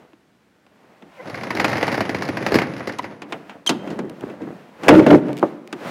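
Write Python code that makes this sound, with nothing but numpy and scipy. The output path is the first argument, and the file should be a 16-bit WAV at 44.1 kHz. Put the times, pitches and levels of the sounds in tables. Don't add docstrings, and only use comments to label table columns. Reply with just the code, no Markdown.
import sys
import numpy as np
from scipy import signal
from scipy.fft import rfft, irfft, next_fast_len
from scipy.io import wavfile
from scipy.ndimage import uniform_filter1d, minimum_filter1d

SR = 44100
rng = np.random.default_rng(int(sys.argv[2]) if len(sys.argv) > 2 else 0)


def inscribe(sig):
    pcm = np.round(np.clip(np.atleast_2d(sig).T, -1, 1) * 32767)
    wavfile.write(sys.argv[1], SR, pcm.astype(np.int16))


N = 260563
TIME = np.arange(N) / SR

# [s, dB, dB, dB, factor]
SLATS = [(1.344, -15, -32, -23, 0.22), (1.434, -16, -17, -14.5, 1), (1.505, -8.5, -10.5, -17.5, .7),
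         (1.571, -11.5, -15, -16, 0.12), (1.598, -4, -12, -16.5, 0.91), (1.644, -3, -8.5, -13.5, 0.87),
         (1.68, -13, -3, -13.5, 0.69), (1.73, -9.5, -16, -18, 1), (1.78, -11.5, -5, -16, 1),
         (1.828, -3, -6, -18.5, .75), (1.879, -6.5, -6, -18, 1), (1.925, -13.5, -1.5, -13, 0.73),
         (1.943, -10, -7, -14, 1), (1.976, -10.5, -2.5, -16, .9), (2.006, -6.5, -2.5, -15.5, 1),
         (2.093, -11.5, -3, -13, 1), (2.146, -10.5, 0, -17, 1), (2.222, -11.5, -12, -12.5, 0.96),
         (2.288, -13, 1, -14.5, 0.49), (2.37, -10.5, -13.5, -16.5, 0.99), (2.464, -6.5, -5.5, -13.5, 0.63),
         (2.52, -9.5, 5, -14, 0.69), (2.542, -6, -2, -9.5, 1), (2.554, -3.5, 0.5, -12.5, 1),
         (2.586, -3.5, -11.5, -17.5, 1), (2.618, -8.5, -4, -19, 1), (2.805, -16.5, -6, -30, 1),
         (2.873, -15, 0, -10, 0.89), (2.896, -14.5, -4.5, -26, 1), (3.042, -15, -10.5, -23.5, 0.8)]
# [s, dB, dB, dB, factor]
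KNOCKS = [(0.132, -42, -3, -14, 0.25), (0.665, -40.5, -23, -14, 0.35), (1.023, -34, 2, -17, 0.71),
          (1.599, -9.5, -24, -12, 1.5), (1.645, -7, -25, -14, 1.9), (2.986, -19.5, -31, -2.5, 0.92),
          (3.219, -19.5, -8, -11.5, 1.5), (3.323, -10.5, -14, -15, 1), (3.495, -21.5, -14, -16.5, 2.2),
          (3.663, -14, -15, 0.5, 6.2), (3.692, -3.5, -9, -2.5, 1.43), (3.697, -9.5, -1.5, -12, 0.64),
          (3.874, -22.5, 0.5, -17, 1.7), (3.903, -25.5, 6, -6.5, 2.9), (3.99, -16.5, 2.5, -13, 0.99),
          (4.235, -20, 0.5, -35, 0.092), (4.299, -29.5, 2, -18, 0.7), (4.418, -33.5, 14, -10.5, 2.1),
          (4.834, -13.5, -9.5, -13, 3.4), (5.727, -15, -6.5, -9.5, 0.74)]
# [s, dB, dB, dB, factor]
CLUNKS = [(4.883, 6, -5, -11.5, 1), (4.889, 12, -1.5, -13, 1), (4.994, -7, 9.5, -31, 0.6),
          (5.064, -6, 5, -13.5, 1), (5.111, -8, 8.5, -17, 0.47), (5.126, -7, 11, -30, 0.85),
          (5.427, -1.5, -4, -41, 0.61)]
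# start_s, relative level_db
TICKS = [(3.024, -20), (4.0967, -14), (4.209, -17), (4.975, -19), (5.33, -13.5), (5.4196, -26),
         (5.675, -17)]

# time_s, relative rumble_db, relative rattle_db
SLIDE = [(1.26, -36.5, -38), (1.398, -35.5, -35), (1.694, -26.5, -30), (1.828, -31, -27),
         (2.186, -32.5, -35), (2.518, -27.5, -30), (2.658, -31.5, -37), (2.916, -41.5, -38.5),
         (3.12, -40.5, -44.5)]
# start_s, length_s, rise_s (for 20 dB), relative drag_db, relative rustle_db
STROKES = [(0.0, 0.0055, .01, -52, -58.5), (0.805, 0.18, 0.31, -55.5, -62.5),
           (1.166, 0.23, 0.19, -55.5, -52), (3.09, 0.034, 0.11, -44, -64), (3.305, 0.038, .06, -36, -48.5),
           (3.485, 0.055, .1, -47.5, -56), (3.869, 0.059, 0.12, -32.5, -48), (4.24, 0.074, 0.3, -37, -50),
           (4.418, 0.12, 0.035, -40.5, -54.5), (4.594, 0.2, .1, -69.5, -58),
           (4.852, 0.019, 0.059, -26, -38), (5.423, 0.042, 0.3, -42.5, -46.5),
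           (5.879, 0.05, 0.15, -33.5, -35)]
# start_s, length_s, rise_s (for 20 dB), shake_db, scrape_db, groan_db, groan_hz
SURGES = [(4.885, .115, .004, -11.5, -31.5, -4.5, 314), (5.103, .05, 0.081, -13, -30.5, -6.5, 296.4),
          (5.28, .03, 0.089, -29.5, -44.5, -33, 299.6)]

# [s, s, Hz, octaves, dB]
SQUEAKS = [(2.984, 0.023, 990, 0.032, -25.5), (3.663, 0.027, 3180, -.12, -16.5)]
# [s, s, Hz, octaves, dB]
BAR_CREAK = (1.17, .07, 254, .2, -34)
# multiple of the pitch, relative level_db
CREAK_PARTIALS = [(2, 1), (3, -10), (4, -7.5), (6, -13), (8, -7)]
# multiple of the pitch, relative level_db
SQUEAK_PARTIALS = [(1, 2.5), (2, -8.5), (3, -17), (4, -29)]

# mode_hz, width_hz, relative level_db
RACK_MODES = [(105, 9, -14), (139.8, 2.1, -3.5), (185, 6.5, -11), (228.4, 6.3, -1.5), (290, 3.7, -6),
              (351.4, 3.2, -4.5), (387, 2.8, -0.5), (438, 9.5, -28), (490, 30, -39), (554, 2.4, -3.5),
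              (608, 4, 0.5), (890, 21, -9), (1080, 54, -26), (2040, 65, -21.5), (2110, 55, -28)]
# mode_hz, level_db
STOP_MODES = [(2010, -9), (2260, -2.5), (2400, -16.5)]

# [Hz, dB]
SLAT_COLOUR = [(45, -32), (65, -29), (100, 12), (160, 0.5), (250, 19), (500, 13), (800, 7), (1300, -1.5),
               (2100, 7), (2900, -11.5), (4500, 7.5), (6300, -8.5), (8000, -17), (10500, -11), (15500, -20)]
# [Hz, dB]
KNOCK_COLOUR = [(45, -29), (120, 8), (300, 25), (500, 8), (900, 4.5), (2000, -2), (3000, 2), (4500, -1.5),
                (6500, -5), (9000, -14), (15500, -28)]
# [Hz, dB]
CLUNK_COLOUR = [(45, -31), (130, 0.5), (310, 19.5), (580, 15.5), (720, 9), (920, 7), (1400, -2),
                (2200, -2.5), (3000, -7), (4500, -2.5), (8000, -14.5), (15500, -21.5)]
# [Hz, dB]
TICK_COLOUR = [(45, -33), (1200, -18), (2600, 1.5), (5000, -12), (9000, -13.5), (15500, -26.5)]
# [Hz, dB]
SLIDE_COLOUR = [(35, -55), (60, -61), (100, -3.5), (160, -3), (240, -4), (640, -4.5), (1300, -6.5),
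                (2100, -8.5), (3100, -19.5), (4800, -24), (6400, -27.5), (8100, -45), (10000, -30),
                (15500, -59)]
# [Hz, dB]
DRAG_COLOUR = [(29, -63), (50, -33), (155, -3.5), (352, -2), (488, -2.5), (550, -3.5), (589, -4.5),
               (1070, -16.5), (1510, -21), (2020, -21.5), (3000, -87), (3900, -55), (6600, -120)]
# [Hz, dB]
RUSTLE_COLOUR = [(200, -12), (700, 11), (1200, 5), (2200, 1.5), (3500, -7), (6000, -15.5), (9000, -21),
                 (15500, -24.5)]
# [Hz, dB]
SCRAPE_COLOUR = [(200, -20), (700, 5), (1000, -1), (1400, 15.5), (2100, 2.5), (3200, -1.5), (6000, -15.5),
                 (9000, -42), (15500, -39)]
# [Hz, dB]
GARAGE_COLOUR = [(45, -13), (150, 15.5), (500, -1.5), (2000, 2.5), (6000, -9.5), (9000, -6), (15500, 4)]
# [Hz, dB]
AIR_COLOUR = [(26, -52), (45, -16), (200, -3.5), (910, -15), (1030, -15.5), (1310, -16.5), (1410, -14),
              (2250, -19.5), (4350, -27), (15500, -41)]

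# [Hz, s]
SLAT_T60 = [(100, 0.1), (500, 0.11), (2000, 0.21), (6000, 0.12), (15000, 0.094)]
# [Hz, s]
KNOCK_T60 = [(100, 0.54), (320, 0.31), (800, 0.12), (2500, 0.06), (6000, 0.032), (15000, 0.03)]
# [Hz, s]
CLUNK_T60 = [(100, 0.07), (320, 0.22), (800, 0.1), (2500, 0.1), (15000, 0.016)]
# [Hz, s]
TICK_T60 = [(100, 0.018), (15000, 0.0067)]
# [Hz, s]
CRACK_T60 = [(100, 0.026), (600, 0.0098), (15000, 0.059)]
# [Hz, s]
GARAGE_T60 = [(100, 0.62), (500, 1.31), (2500, 0.9), (6000, 0.93), (15000, 0.3)]

EDGES = np.geomspace(35, 17500, 22)
BANDS = [(np.sqrt(lo * hi), hi - lo, signal.butter(2, [lo, hi], "band", fs=SR, output="sos"))
         for lo, hi in zip(EDGES, EDGES[1:])]

START_S, COAST_S = 0.073, 0.22
STROKE_FALL_S, SURGE_FALL_S = 0.19, .05
GROAN_BUILD_S, GROAN_HOLD_S, GROAN_FALL_S = 0.072, 0.02, 0.027
SQUEAK_EDGE_DB = 17
SQUEAK_WAVER = .018
BAR_SAG_OCTAVES = .45
STOP_T60_S = .05
LOOSE_SLAT_DB, LOOSE_SPREAD_DB, LOOSE_BASS_DB, LOOSE_TREBLE_DB, LOOSE_RING = 12.5, 0.5, -4.5, -14, 0.44
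LOAD_DB, LOAD_BASS_DB, LOAD_TREBLE_DB, LOAD_RING = 3.5, 2.5, -25, 0.52
JIGGLE_S, JIGGLE_GAP_S, JIGGLE_DB, JIGGLE_LOSS_DB = 5.369, .0085, -11.5, 0.5
AIR_DB = -60
CUTOFF_HZ = 15800


def from_db(db):
    return 10 ** (np.asarray(db) / 20)


def rms_one(x):
    return x / np.sqrt(np.mean(x ** 2) + 1e-20)


def energy_one(x):
    return x / np.sqrt(np.sum(x ** 2) + 1e-20)


def at_hz(points, hz):
    freqs, values = np.transpose(points)
    return np.interp(np.log(hz), np.log(freqs), values)


def drift(rate):
    knots = rng.standard_normal(20000)
    return rms_one(np.interp(TIME * rate, np.arange(len(knots)), knots))


def envelope(start, length, rise, fall):
    before = np.maximum(start - TIME, 0) / max(rise, .001)
    after = np.maximum(TIME - start - length, 0) / max(fall, .001)
    return from_db(-20 * np.minimum(before + after, 8))


def add(out, sound, s):
    start = max(round(s * SR), 0)
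    out[start:start + len(sound)] += sound[:max(N - start, 0)]


def convolve(x, response):
    return signal.fftconvolve(x, response)[:N]


def coloured(x, colour):
    size = next_fast_len(N)
    hz = np.maximum(np.fft.rfftfreq(size, 1 / SR), 1)
    spectrum = rfft(x, size) * from_db(at_hz(colour, hz))
    return rms_one(irfft(spectrum, size)[:N])


def response(colour, t60s, length, ring=1, tint=((100, 0), (1000, 0)), uneven_db=0):
    t, out = np.arange(int(length * SR)) / SR, 0
    for hz, width, sos in BANDS:
        t60 = at_hz(t60s, hz) * max(ring, .1)
        dying = rng.standard_normal(len(t)) * np.exp(-np.log(1000) * t / t60)
        db = at_hz(colour, hz) + at_hz(tint, hz) + uneven_db * rng.uniform(-0.68, 1)
        band = energy_one(signal.sosfilt(sos, dying))
        out = out + band * np.sqrt(width / 1000) * from_db(db)
    return out


def grains(per_s, spread_db):
    sizes = from_db(spread_db * np.minimum(rng.exponential(1, N), 4)) * rng.choice([-1, 1], N)
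    return sizes * (rng.random(N) < per_s / SR)


def friction(colour, per_s, spread_db):
    return coloured(grains(per_s, spread_db), colour)


def blows(table, colour, t60s, crack_db, ring_db):
    out = np.zeros(N)
    for s, db, bass_db, treble_db, ring in table:
        knee_hz = np.interp(treble_db, [-45, -22], [850, 2600])
        tint = [(480, bass_db), (750, 0), (knee_hz, 0), (3700, treble_db)]
        crack = response(colour, CRACK_T60, length=.02, tint=tint, uneven_db=3)
        add(out, from_db(db + crack_db) * crack, s)
        body = response(colour, t60s, length=.15, ring=ring, tint=tint, uneven_db=2)
        add(out, from_db(db + ring_db) * body, s)
    return out


def squeal(row, partials, waver, flutter_db, sag=0):
    start, length, hz, glide, db = row
    place = np.clip(2 * (TIME - start) / length - 1, -1, 1)
    pitch = hz * 2 ** (glide * place / 2 + sag * place ** 2) * (1 + waver * drift(900))
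    phase = 2 * np.pi * np.cumsum(pitch) / SR
    level_db = db - SQUEAK_EDGE_DB * np.abs(place) + flutter_db * drift(450)
    level = from_db(level_db) * (np.abs(place) < 1)
    return level * rms_one(sum(from_db(d) * np.sin(round(k) * phase) for k, d in partials))


def still_air():
    return from_db(AIR_DB) * coloured(rng.standard_normal(N), AIR_COLOUR)


def garage(x):
    tail = response(GARAGE_COLOUR, GARAGE_T60, length=1.3)
    build_up = 1 - np.exp(-np.arange(len(tail)) / (SR * 0.0032))
    return convolve(x, energy_one(tail * build_up))


def handling():
    drag = rustle = 0
    for s, length, rise, drag_db, rustle_db in STROKES:
        stroke = envelope(s, length, rise, STROKE_FALL_S)
        drag = drag + from_db(drag_db) * stroke
        rustle = rustle + from_db(rustle_db) * stroke
    out = drag * from_db(3.2 * drift(65)) * friction(DRAG_COLOUR, per_s=810, spread_db=2.5)
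    out += from_db(3.5) * rustle * friction(RUSTLE_COLOUR, per_s=18000, spread_db=0.5)
    jiggle = [(JIGGLE_S + k * JIGGLE_GAP_S, JIGGLE_DB - k * JIGGLE_LOSS_DB) for k in range(4)]
    for s, db in list(TICKS) + jiggle:
        add(out, from_db(db - 6.5) * response(TICK_COLOUR, TICK_T60, length=.05), s)
    out += blows(KNOCKS, KNOCK_COLOUR, KNOCK_T60, crack_db=2.5, ring_db=5.5)
    for row in SQUEAKS:
        out += squeal(row, SQUEAK_PARTIALS, waver=SQUEAK_WAVER, flutter_db=3.5)
    return out


def stop_ring():
    t = np.maximum(TIME - CLUNKS[0][0], 0)
    dying = from_db(-60 * np.minimum(t / STOP_T60_S, 3))
    return dying * sum(from_db(db) * np.sin(2 * np.pi * hz * t) for hz, db in STOP_MODES)


def load_bumps(count):
    bumps = []
    for s, length, _, shake_db, *_ in SURGES:
        for k in range(count):
            time = s + length * (k + rng.random()) / count
            db = shake_db + LOAD_DB + rng.uniform(-1.5, 1.5)
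            bumps.append((time, db, LOAD_BASS_DB, LOAD_TREBLE_DB, LOAD_RING))
    return bumps


def rack_frame():
    frame = 0
    for hz, width, db in RACK_MODES:
        mode = signal.lfilter(*signal.iirpeak(hz, hz / width, fs=SR), grains(per_s=1500, spread_db=1.0))
        strength = np.sqrt(uniform_filter1d(mode ** 2, size=4000) + 1e-12)
        frame = frame + from_db(db) * mode / strength
    return rms_one(frame)


def rack():
    shake = groan = scrape = 0
    unsteady = 1 + 0.0149 * drift(60)
    for s, length, rise, shake_db, scrape_db, groan_db, groan_hz in SURGES:
        surge = envelope(s, length, rise, SURGE_FALL_S)
        shake = shake + from_db(shake_db) * surge
        scrape = scrape + from_db(scrape_db) * surge
        tone = rms_one(np.sin(2 * np.pi * np.cumsum(groan_hz * unsteady) / SR))
        swell = envelope(s + length - GROAN_HOLD_S, GROAN_HOLD_S, GROAN_BUILD_S, GROAN_FALL_S)
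        groan = groan + from_db(groan_db) * tone * swell
    frame = rack_frame()
    metal = from_db(5.6 * drift(140)) * coloured(rng.standard_normal(N), SCRAPE_COLOUR)
    hits = blows(list(CLUNKS) + load_bumps(count=3), CLUNK_COLOUR, CLUNK_T60, crack_db=1.5, ring_db=8.5)
    return shake * frame + groan + scrape * metal + hits + stop_ring()


def loose_slats(count):
    s, _, rattle_db = np.transpose(SLIDE)
    when, strength, weight, hardness = rng.uniform(-1, 1, (count, 4)).T
    times = s[0] + (s[-1] - s[0]) * (1 + when) / 2
    db = np.interp(times, s, rattle_db) + LOOSE_SLAT_DB + LOOSE_SPREAD_DB * strength
    bass_db = LOOSE_BASS_DB + 6 * weight
    treble_db = LOOSE_TREBLE_DB + 4 * hardness
    return list(zip(times, db, bass_db, treble_db, np.full(count, LOOSE_RING)))


def shutter():
    s, rumble_db, rattle_db = np.transpose(SLIDE)
    moving = envelope(s[0], s[-1] - s[0], START_S, COAST_S)
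    rumble = moving * from_db(np.interp(TIME, s, rumble_db))
    rattle = moving * from_db(np.interp(TIME, s, rattle_db))
    contacts = grains(per_s=1000, spread_db=1.5) ** 2
    buzzing = signal.lfilter([1], [1, -np.exp(-1 / (0.0028 * SR))], contacts)
    chatter = coloured(np.sqrt(buzzing) * rng.standard_normal(N), SLIDE_COLOUR)
    low = rms_one(signal.sosfilt(signal.butter(3, 600, "low", fs=SR, output="sos"), chatter))
    high = rms_one(signal.sosfilt(signal.butter(3, 600, "high", fs=SR, output="sos"), chatter))
    clacks = blows(list(SLATS) + loose_slats(count=56), SLAT_COLOUR, SLAT_T60, crack_db=5.0, ring_db=2.5)
    creak = squeal(BAR_CREAK, CREAK_PARTIALS, waver=0.018, flutter_db=2, sag=BAR_SAG_OCTAVES)
    return from_db(.5) * rumble * low + from_db(-3.5) * rattle * high + clacks + creak


def scene():
    locker = shutter() + handling() + rack()
    heard = locker + from_db(-20.5) * garage(locker) + still_air()
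    return signal.sosfilt(signal.butter(3, 60, "high", fs=SR, output="sos"), heard)[None]


def record(dry):
    release_db_per_s, threshold_db = 400, 3.5
    excess = np.maximum(20 * np.log10(np.abs(dry) + 1e-9) - threshold_db, 0)
    ahead = -minimum_filter1d(-excess, size=130)
    release = release_db_per_s * TIME
    held = np.maximum.accumulate(ahead + release, axis=-1) - release
    limited = dry * from_db(-uniform_filter1d(held, size=130))
    clipped = limited / (1 + limited ** 12) ** (1 / 12)
    return signal.sosfilt(signal.ellip(10, .1, 70, CUTOFF_HZ, fs=SR, output="sos"), clipped)


dry = scene()
out = record(dry)
inscribe(out)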